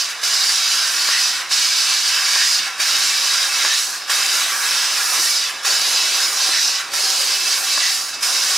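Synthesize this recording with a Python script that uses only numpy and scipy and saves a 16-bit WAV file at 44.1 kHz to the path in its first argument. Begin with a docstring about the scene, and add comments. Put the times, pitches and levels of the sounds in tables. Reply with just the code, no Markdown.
"""A jet of assist gas hisses onto sheet steel as a laser head cuts small holes. Fixed narrow
resonances colour the turbulent noise. For each hole a valve opens and the gas slaps the sheet;
the beam strikes with a tick and breaks through with a pop that sets the fresh hole howling;
then the gas dies away. The sheet thuds as it flexes, and workshop hum lies underneath.
A small two-port microphone stands close and hears the scene in stereo."""
import sys
import numpy as np
from scipy import signal
from scipy.fft import rfft, irfft, next_fast_len
from scipy.io import wavfile
from scipy.ndimage import uniform_filter1d

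SR = 44100
rng = np.random.default_rng(int(sys.argv[2]) if len(sys.argv) > 2 else 0)


def unload_wav(signal):
    """Save mono or channel-first audio to the path in sys.argv[1] as 16-bit WAV at rate SR, clipped to [-1, 1]."""
    wavfile.write(
        sys.argv[1],
        SR,
        np.round(np.clip(np.atleast_2d(signal).T, -1, 1) * 32767).astype(np.int16),
    )


N = 377937

# centres of the jet's five layers, rumble, roar, rush, hiss and sizzle: f/Hz
LAYER_CENTRES = [450, 1600, 2900, 4700, 11000]
# broad spectrum of the jet: f/Hz, relative density/dB
JET_SPECTRUM = [(120, -25), (200, -41.5), (777, -12), (851, -13), (1140, -10.5), (1590, -5.5), (2420, -7.5),
                (2610, -5.5), (3370, -6), (5040, -0.5), (10700, -13.5), (14900, -21.5), (16000, -33)]
# narrow resonances of constant frequency that colour the hiss: f/Hz, width/Hz, lift/dB
HISS_RESONANCES = [(287, 8.7, 13.5), (374, 137, 8.5), (543, 20, 6), (771, 11, 6.5), (1026, 47, 5.5),
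                   (1147, 60, 7), (1380, 107, 4.5), (1635, 110, 4.5), (2273, 76, 5.5), (2624, 56, 7),
                   (2946, 50, 7), (3780, 150, 4.5), (4020, 170, 3), (4740, 140, 3.5), (5000, 170, 3.5),
                   (5180, 110, 2.5), (5630, 150, 2.5), (6090, 130, 2.5), (6800, 200, 1.5), (8530, 400, 1.5),
                   (10690, 630, 5.5), (13100, 500, 6.5), (14900, 500, 6.5)]
# narrow flickering peaks in the hiss: f/Hz, standard deviation/dB
WAVER_DEPTH = [(300, 1), (1500, 2.5), (5000, 3.5), (12000, 3.5)]

# Below, "layers" stands for five columns: hiss, sizzle, roar, rumble, rush.
# the jet at each hole, the first already cut, the last just begun: layers at gas-on/dB,
# layers at break-through/dB, share of gas vented at once (0-1), shut-off delay/s
HOLE_JETS = [(-18, -30, -26, -46, -28, -18, -31, -26.5, -62, -25.5, 0.17, -0.025),
             (-17.5, -30, -28, -43, -28, -18, -30.5, -23.5, -47, -28, 0.01, -0.0017),
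             (-16, -31, -28.5, -49.5, -25, -17, -30, -24, -44, -27, 0.01, -0.011),
             (-18.5, -29.5, -24.5, -45, -26, -18, -30, -23, -40.5, -28.5, 1, 0.0021),
             (-21, -27.5, -22.5, -40.5, -24, -18, -28.5, -25.5, -37.5, -28.5, 0.01, -0.0025),
             (-19.5, -28.5, -26, -34, -26.5, -17.5, -30, -27, -36, -29, 0.01, -0.0081),
             (-19.5, -28, -29.5, -33, -28.5, -17.5, -30, -28, -40.5, -29, 1, -0.002),
             (-19, -27, -28, -37, -27, -20.5, -30, -25, -42, -30, 0.01, .001)]
# while the beam pierces: t after the valve cracks open/s, change of layers/dB
PIERCING_CURVE = [(0.0, 0.34, 1.7, 2, -4, 0), (.1, 0.16, 0.1, -1.7, 3, -1.4), (.2, 0.1, -1, -3, -1.1, -0.5),
                  (.3, 0.26, 1.1, -2.5, 2.5, -0.5), (.44, -0.74, -1.5, -4, -1, 0.5),
                  (.58, -0.38, 0.1, -2.3, -0.8, .5)]
# through break-through and shut-off: t after break-through/s, change of layers/dB
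CUTTING_CURVE = [(-.1, 0.0, -0.5, -1, -1, -0.5), (0.0, .5, -0.2, -1, 4.5, 0.5), (.06, 0.6, -1, -1, -2, 4.5),
                 (.14, 0.6, 0.5, -5, -9, -1), (.2, 1, -1.5, -6, -0.5, -3.5), (.27, -4, -6, -5, -7, -0.5),
                 (.33, -9.5, -7, -1.5, -12, -3.5), (.39, -40, -25, -9, -5, -12)]
# where the gas vents at once: t after break-through/s, further change of layers/dB
VENTING_CURVE = [(.11, 0.0, 0.0, -0.5, 0.0, 0.5), (.2, -6, 1.5, -4, 1, -1), (.28, -4, 2, -4, 1, -20),
                 (.36, 0, 0, -8, 1, -20)]
# brief dips and swells of the jet: t/s, hiss/dB, sizzle/dB, roar/dB, rush/dB, duration/s
DIPS_AND_SWELLS = [(0.925, -6, 0, -1.5, -4.5, 0.09), (2.2, -4.5, .1, 4, -1, .12),
                   (3.497, -7, -1.5, -3, -3, 0.077), (4.272, -1.5, -0.5, -3, -1, 0.093),
                   (4.578, -6.5, 0.5, 2, -6.5, 0.2), (4.876, -1.5, -4, -3, 1, 0.2),
                   (5.053, -3.5, 2, 2, -4, 0.26), (5.237, -1, 3.5, -0.5, -9, 0.085),
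                   (5.402, 2.5, -1, -2.5, 1, .1), (6.098, -0.2, 0, -2.5, -0.5, 0.17),
                   (6.32, -7, 1, -2, -4, 0.093), (7.414, -3.5, -1, -5, -1, 0.11),
                   (7.612, -9, 1, .1, -7, 0.1), (8.158, 26, 8, 2, -1, 0.055)]
# the gas seeps, then snaps on: t after the valve cracks open/s, flow/dB
VALVE_FLOW = [(0.0, -30), (.004, -13), (.017, -11), (.025, 0.0)]
# leak through the shut valve: layers/dB
VALVE_LEAK = [-33, -45.5, -36.5, -44, -39.5]
VALVE_LEAD_S, SHUTTING_S = .022, .12   # from valve cracking to slap; time over which shut-off delay builds
EARLIER_SLAP_S, EARLIER_BREAK_S, NEXT_BREAK_S = -1.05, -.19, 9.07   # before the start and after the end

# the first gas slaps the sheet: t/s, impulse level/dB
GAS_SLAPS = [(.232, -17), (1.512, -17), (2.799, -16), (4.097, -13), (5.649, -13), (6.935, -19),
             (8.227, -19)]
# the beam breaks through: t/s, impulse level/dB
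BREAKTHROUGHS = [(1.088, -10), (2.36, -12), (3.649, -8), (5.178, -14), (6.491, -15), (7.777, -9.5)]
# modes rung by slap and break-through: f/Hz, gain/dB, T60/s
POP_RING = [(1120, -6.5, .027), (1700, -2.5, .018), (2600, -9, .01), (650, -15, .03)]
# gas through the fresh hole: t/s, level/dB, final f/Hz, duration/s
HOLE_HOWLS = [(1.1, -26, 1950, .12), (2.365, -27, 1900, .12), (3.66, -27, 1850, .1), (5.24, -31, 1950, .09),
              (6.5, -28, 1900, .12), (7.79, -27.5, 1980, .13)]
# the beam strikes: t/s, impulse level/dB
BEAM_STRIKES = [(.4101, -4), (1.6802, -5), (2.9683, -4), (4.2643, -2), (5.8166, -4), (7.1027, -2),
                (8.4028, -3)]
# mode rung by the beam: f/Hz, gain/dB, T60/s
TICK_RING = [(6300, 2, .0011)]
# the sheet flexes: t/s, impulse level/dB
SHEET_FLEXES = [(1.51, -47), (2.79, -48), (3.66, -50), (5.19, -38), (6.49, -43), (6.92, -46), (7.777, -47),
                (8.225, -52)]
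# low modes of the sheet: f/Hz, gain/dB, T60/s
THUD_RING = [(151, -1.5, 0.091), (348, 7, 0.072)]

# hum of fans and chillers: f/Hz, relative density/dB
SHOP_SPECTRUM = [(15, -49), (25, -9), (60, -7), (227, -4), (279, -0.5), (314, -3), (400, 0), (520, -33),
                 (880, -120)]
# the two microphone ports: f/Hz, left minus right/dB, unshared minus shared sound/dB
PORT_BALANCE = [(60, -.8, 2.5), (205, -0.5, -5.5), (350, -1.5, -12.5), (850, 0.5, -16.5), (1240, -2.3, -68),
                (2350, 1.3, -47), (2790, -1, -11), (3430, -3, -11), (4600, 0.2, -22), (5600, -5.5, -14),
                (7060, 0.5, -9.5), (9000, -4, -4), (10200, 3, -3), (11500, -4, 0), (13800, 0, -4.5),
                (14900, 3.9, -4), (15600, 1, -5)]
# phase between the ports: f/Hz, lead of the right/rad
PORT_PHASE = [(8500, 0), (9400, -.8), (10300, .8), (11400, 3.3), (12500, 4.3), (13700, 3.5), (15000, 3.2),
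              (15500, 6.3)]

FFT_SIZE = next_fast_len(N)
BIN_HZ = np.maximum(np.arange(FFT_SIZE // 2 + 1) * SR / FFT_SIZE, 1)


def gas_jet(gust_db, flicker_db):
    """Turbulence radiates broadband noise; fixed narrow resonances colour the hiss."""
    hiss, sizzle, roar, rumble, rush = jet_levels()
    # all layers take the mean level of the hiss, so the spectrum sets their balance
    layers = np.array([db - np.mean(db) + np.mean(hiss) for db in (rumble, roar, rush, hiss, sizzle)])
    shape_db = at_hz(JET_SPECTRUM, BIN_HZ)
    for centre_hz, width_hz, lift_db in HISS_RESONANCES:
        shape_db += lift_db / (1 + (2 * (BIN_HZ - centre_hz) / width_hz) ** 2)
    spectrum = port_noise(shape_db)
    hiss_band = signal.butter(4, [3200, 7000], "band", fs=SR, output="sos")
    hiss_rms = np.std(signal.sosfilt(hiss_band, irfft(spectrum.mean(axis=0), FFT_SIZE)))
    jet, gust = np.zeros((2, N)), drift(rate_hz=15)
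    layer_index = np.arange(len(layers))
    for centre_hz in 200 * 2 ** np.arange(0, 6.6, .5):   # half-octave steps; neighbouring windows sum to 1
        window = np.cos(np.pi * np.clip(np.log2(BIN_HZ / centre_hz), -.5, .5)) ** 2
        place = np.interp(np.log(centre_hz), np.log(LAYER_CENTRES), layer_index)
        share = np.clip(1 - np.abs(place - layer_index), 0, 1)   # a band follows its nearest layers
        level_db = share @ layers + gust_db * gust + flicker_db * drift(rate_hz=3.2)
        jet += from_db(level_db) * irfft(spectrum * window, FFT_SIZE)[:, :N]
    return waver(jet / hiss_rms)


def jet_levels():
    """Jet noise follows the flow: five layer levels in dB as each hole is opened, pierced and cut."""
    t = np.arange(N) / SR
    opens = np.array([EARLIER_SLAP_S] + [s for s, db in GAS_SLAPS]) - VALVE_LEAD_S
    breaks = np.array([EARLIER_BREAK_S] + [s for s, db in BREAKTHROUGHS] + [NEXT_BREAK_S])
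    hole = np.searchsorted(opens, t) - 1
    since_open, since_break = t - opens[hole], t - breaks[hole]
    columns = np.array(HOLE_JETS)[hole].T
    start_db, end_db, vented, delay_s = columns[:5], columns[5:10], columns[10], columns[11]
    progress = np.clip(since_open / (breaks - opens)[hole], 0, 1)
    level_db = start_db + progress * (end_db - start_db) + at_time(PIERCING_CURVE, since_open)
    cutting_s = since_break - delay_s * np.clip(since_break / SHUTTING_S, 0, 1)
    level_db += at_time(CUTTING_CURVE, cutting_s) + vented * at_time(VENTING_CURVE, cutting_s)
    for s, hiss_db, sizzle_db, roar_db, rush_db, duration in DIPS_AND_SWELLS:
        bump = np.exp(-4 * ((t - s) / duration) ** 2)
        level_db += np.outer([hiss_db, sizzle_db, roar_db, 0, rush_db], bump)
    flow = from_db(level_db + at_time(VALVE_FLOW, since_open))
    return 10 * np.log10(flow ** 2 + from_db(VALVE_LEAK)[:, None] ** 2)   # flow and leak add in power


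def waver(jet):
    """Random amplitude modulation: narrow peaks and dips come and go in the hiss."""
    hz, _, cells = signal.stft(jet, SR, nperseg=2048)
    flicker = uniform_filter1d(rng.standard_normal(cells.shape[1:]), size=2, axis=0)   # across frequency
    flicker = unit_rms(uniform_filter1d(flicker, size=4, axis=1))   # across time
    depth_db = at_hz(WAVER_DEPTH, np.maximum(hz, 1))[:, None]
    excess_db = depth_db ** 2 * np.log(10) / 20   # mean power the modulation would add
    return signal.istft(cells * from_db(depth_db * flicker - excess_db), SR, nperseg=2048)[1][:, :N]


def pops():
    """Impulse excitation: the slap of the gas and the break-through ring the same damped modes."""
    return ring_modes(BREAKTHROUGHS + GAS_SLAPS, POP_RING)


def hole_howls(width_hz, start_ratio):
    """Flow-excited resonance: gas in the fresh hole gives narrow-band noise that rises as the hole opens."""
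    howls = np.zeros(N)
    radius = np.exp(-np.pi * width_hz / SR)
    for s, level_db, final_hz, duration in HOLE_HOWLS:
        progress = np.linspace(0, 1, round(duration * SR))
        pitch_hz = final_hz * (start_ratio + (1 - start_ratio) * np.sqrt(progress))
        phase = 2 * np.pi * np.cumsum(pitch_hz) / SR
        wobble = lowpass_noise(radius, (2, 9000))[:, -len(progress):]
        tone = unit_rms(wobble[0] * np.cos(phase) + wobble[1] * np.sin(phase))
        envelope = np.sqrt(np.sin(np.pi * progress) + 1e-9)
        start = round(s * SR)
        howls[start:start + len(tone)] += from_db(level_db) * envelope * tone
    return howls


def beam_ticks():
    """Heavy damping: the beam's strike rings one high mode so briefly that it ticks, right of centre."""
    return ring_modes(BEAM_STRIKES, TICK_RING) * from_db([[-1.5], [1.5]])


def sheet_thuds():
    """Free vibration of a plate: the flexing sheet thuds in its low modes."""
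    return ring_modes(SHEET_FLEXES, THUD_RING)


def workshop_hum(level_db, sway_db):
    """Amplitude-modulated low-frequency noise: the uneven hum of fans and chillers."""
    spectrum = port_noise(at_hz(SHOP_SPECTRUM, BIN_HZ))
    hum = unit_rms(irfft(spectrum, FFT_SIZE)[:, :N])
    return from_db(level_db + sway_db * drift(rate_hz=5.2)) * hum


def ring_modes(events, modes):
    """Modal superposition: each impulse starts one exponentially decaying sinusoid per mode."""
    impulses = np.full(N, 1e-18)
    impulses[[round(s * SR) for s, db in events]] = from_db([db for s, db in events])
    sound = np.zeros(N)
    for hz, gain_db, t60 in modes:
        radius, angle = from_db(-60 / (t60 * SR)), 2 * np.pi * hz / SR
        ring = signal.lfilter([0, np.sin(angle)], [1, -2 * radius * np.cos(angle), radius ** 2], impulses)
        highpass = signal.butter(2, hz / 2, "high", fs=SR, output="sos")   # leaves no static pressure
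        sound += from_db(gain_db) * signal.sosfilt(highpass, ring)
    return sound


def port_noise(shape_db):
    """Partial coherence: noise spectra at two ports share one part and differ in level and phase."""
    shared, unshared = rfft(rng.standard_normal((2, N)), FFT_SIZE) * from_db(shape_db)
    unshared_gain = from_db(at_hz(PORT_BALANCE, BIN_HZ, column=2))
    side = np.array([[1], [-1]])   # left, right
    pair = (shared + side * unshared_gain * unshared) / np.sqrt(1 + unshared_gain ** 2)
    balance = from_db(side * at_hz(PORT_BALANCE, BIN_HZ) / 2)
    return pair * balance * np.exp(-.5j * side * at_hz(PORT_PHASE, BIN_HZ))


def drift(rate_hz):
    """Slow random fluctuation of unit rms: low-passed noise, interpolated between coarse steps."""
    step = 40   # samples
    radius = np.exp(-2 * np.pi * rate_hz * step / SR)
    slow = lowpass_noise(radius, N // step + 2002)[2000:]
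    return np.interp(np.arange(N) / step, np.arange(len(slow)), unit_rms(slow))


def lowpass_noise(radius, shape):
    """White noise through a double real pole: the nearer its radius is to 1, the narrower the band."""
    return signal.lfilter([1], [1, -2 * radius, radius ** 2], rng.standard_normal(shape))


def at_hz(table, hz, column=1):
    """Interpolation of a spectrum table on a logarithmic frequency axis."""
    table = np.array(table)
    return np.interp(np.log(hz), np.log(np.maximum(table[:, 0], 1)), table[:, column])


def at_time(table, t):
    """Linear interpolation of each level column at the times t."""
    times, *columns = np.transpose(table)
    return np.array([np.interp(t, times, column) for column in columns])


def from_db(db):
    """Amplitude ratio of a level in decibels."""
    return 10 ** (np.asarray(db) / 20)


def unit_rms(x):
    """Normalisation to unit mean power."""
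    return x / np.sqrt(np.mean(x ** 2) + 1e-20)


def scene():
    """Linear superposition: the pressures of jet, beam, sheet and workshop add at each port."""
    howls = hole_howls(width_hz=220, start_ratio=.9)
    jet = gas_jet(gust_db=.5, flicker_db=.23)
    return jet + pops() + howls + beam_ticks() + sheet_thuds() + workshop_hum(level_db=-56.5, sway_db=2.5)


def record(dry):
    """Soft saturation rounds the highest peaks; a steep low-pass limits the bandwidth."""
    ceiling, cutoff_hz = .93, 15820
    rounded = dry / (1 + (dry / ceiling) ** 6) ** (1 / 6)
    return signal.sosfilt(signal.ellip(14, .3, 70, cutoff_hz, fs=SR, output="sos"), rounded)


dry = scene()
out = record(dry)
unload_wav(out)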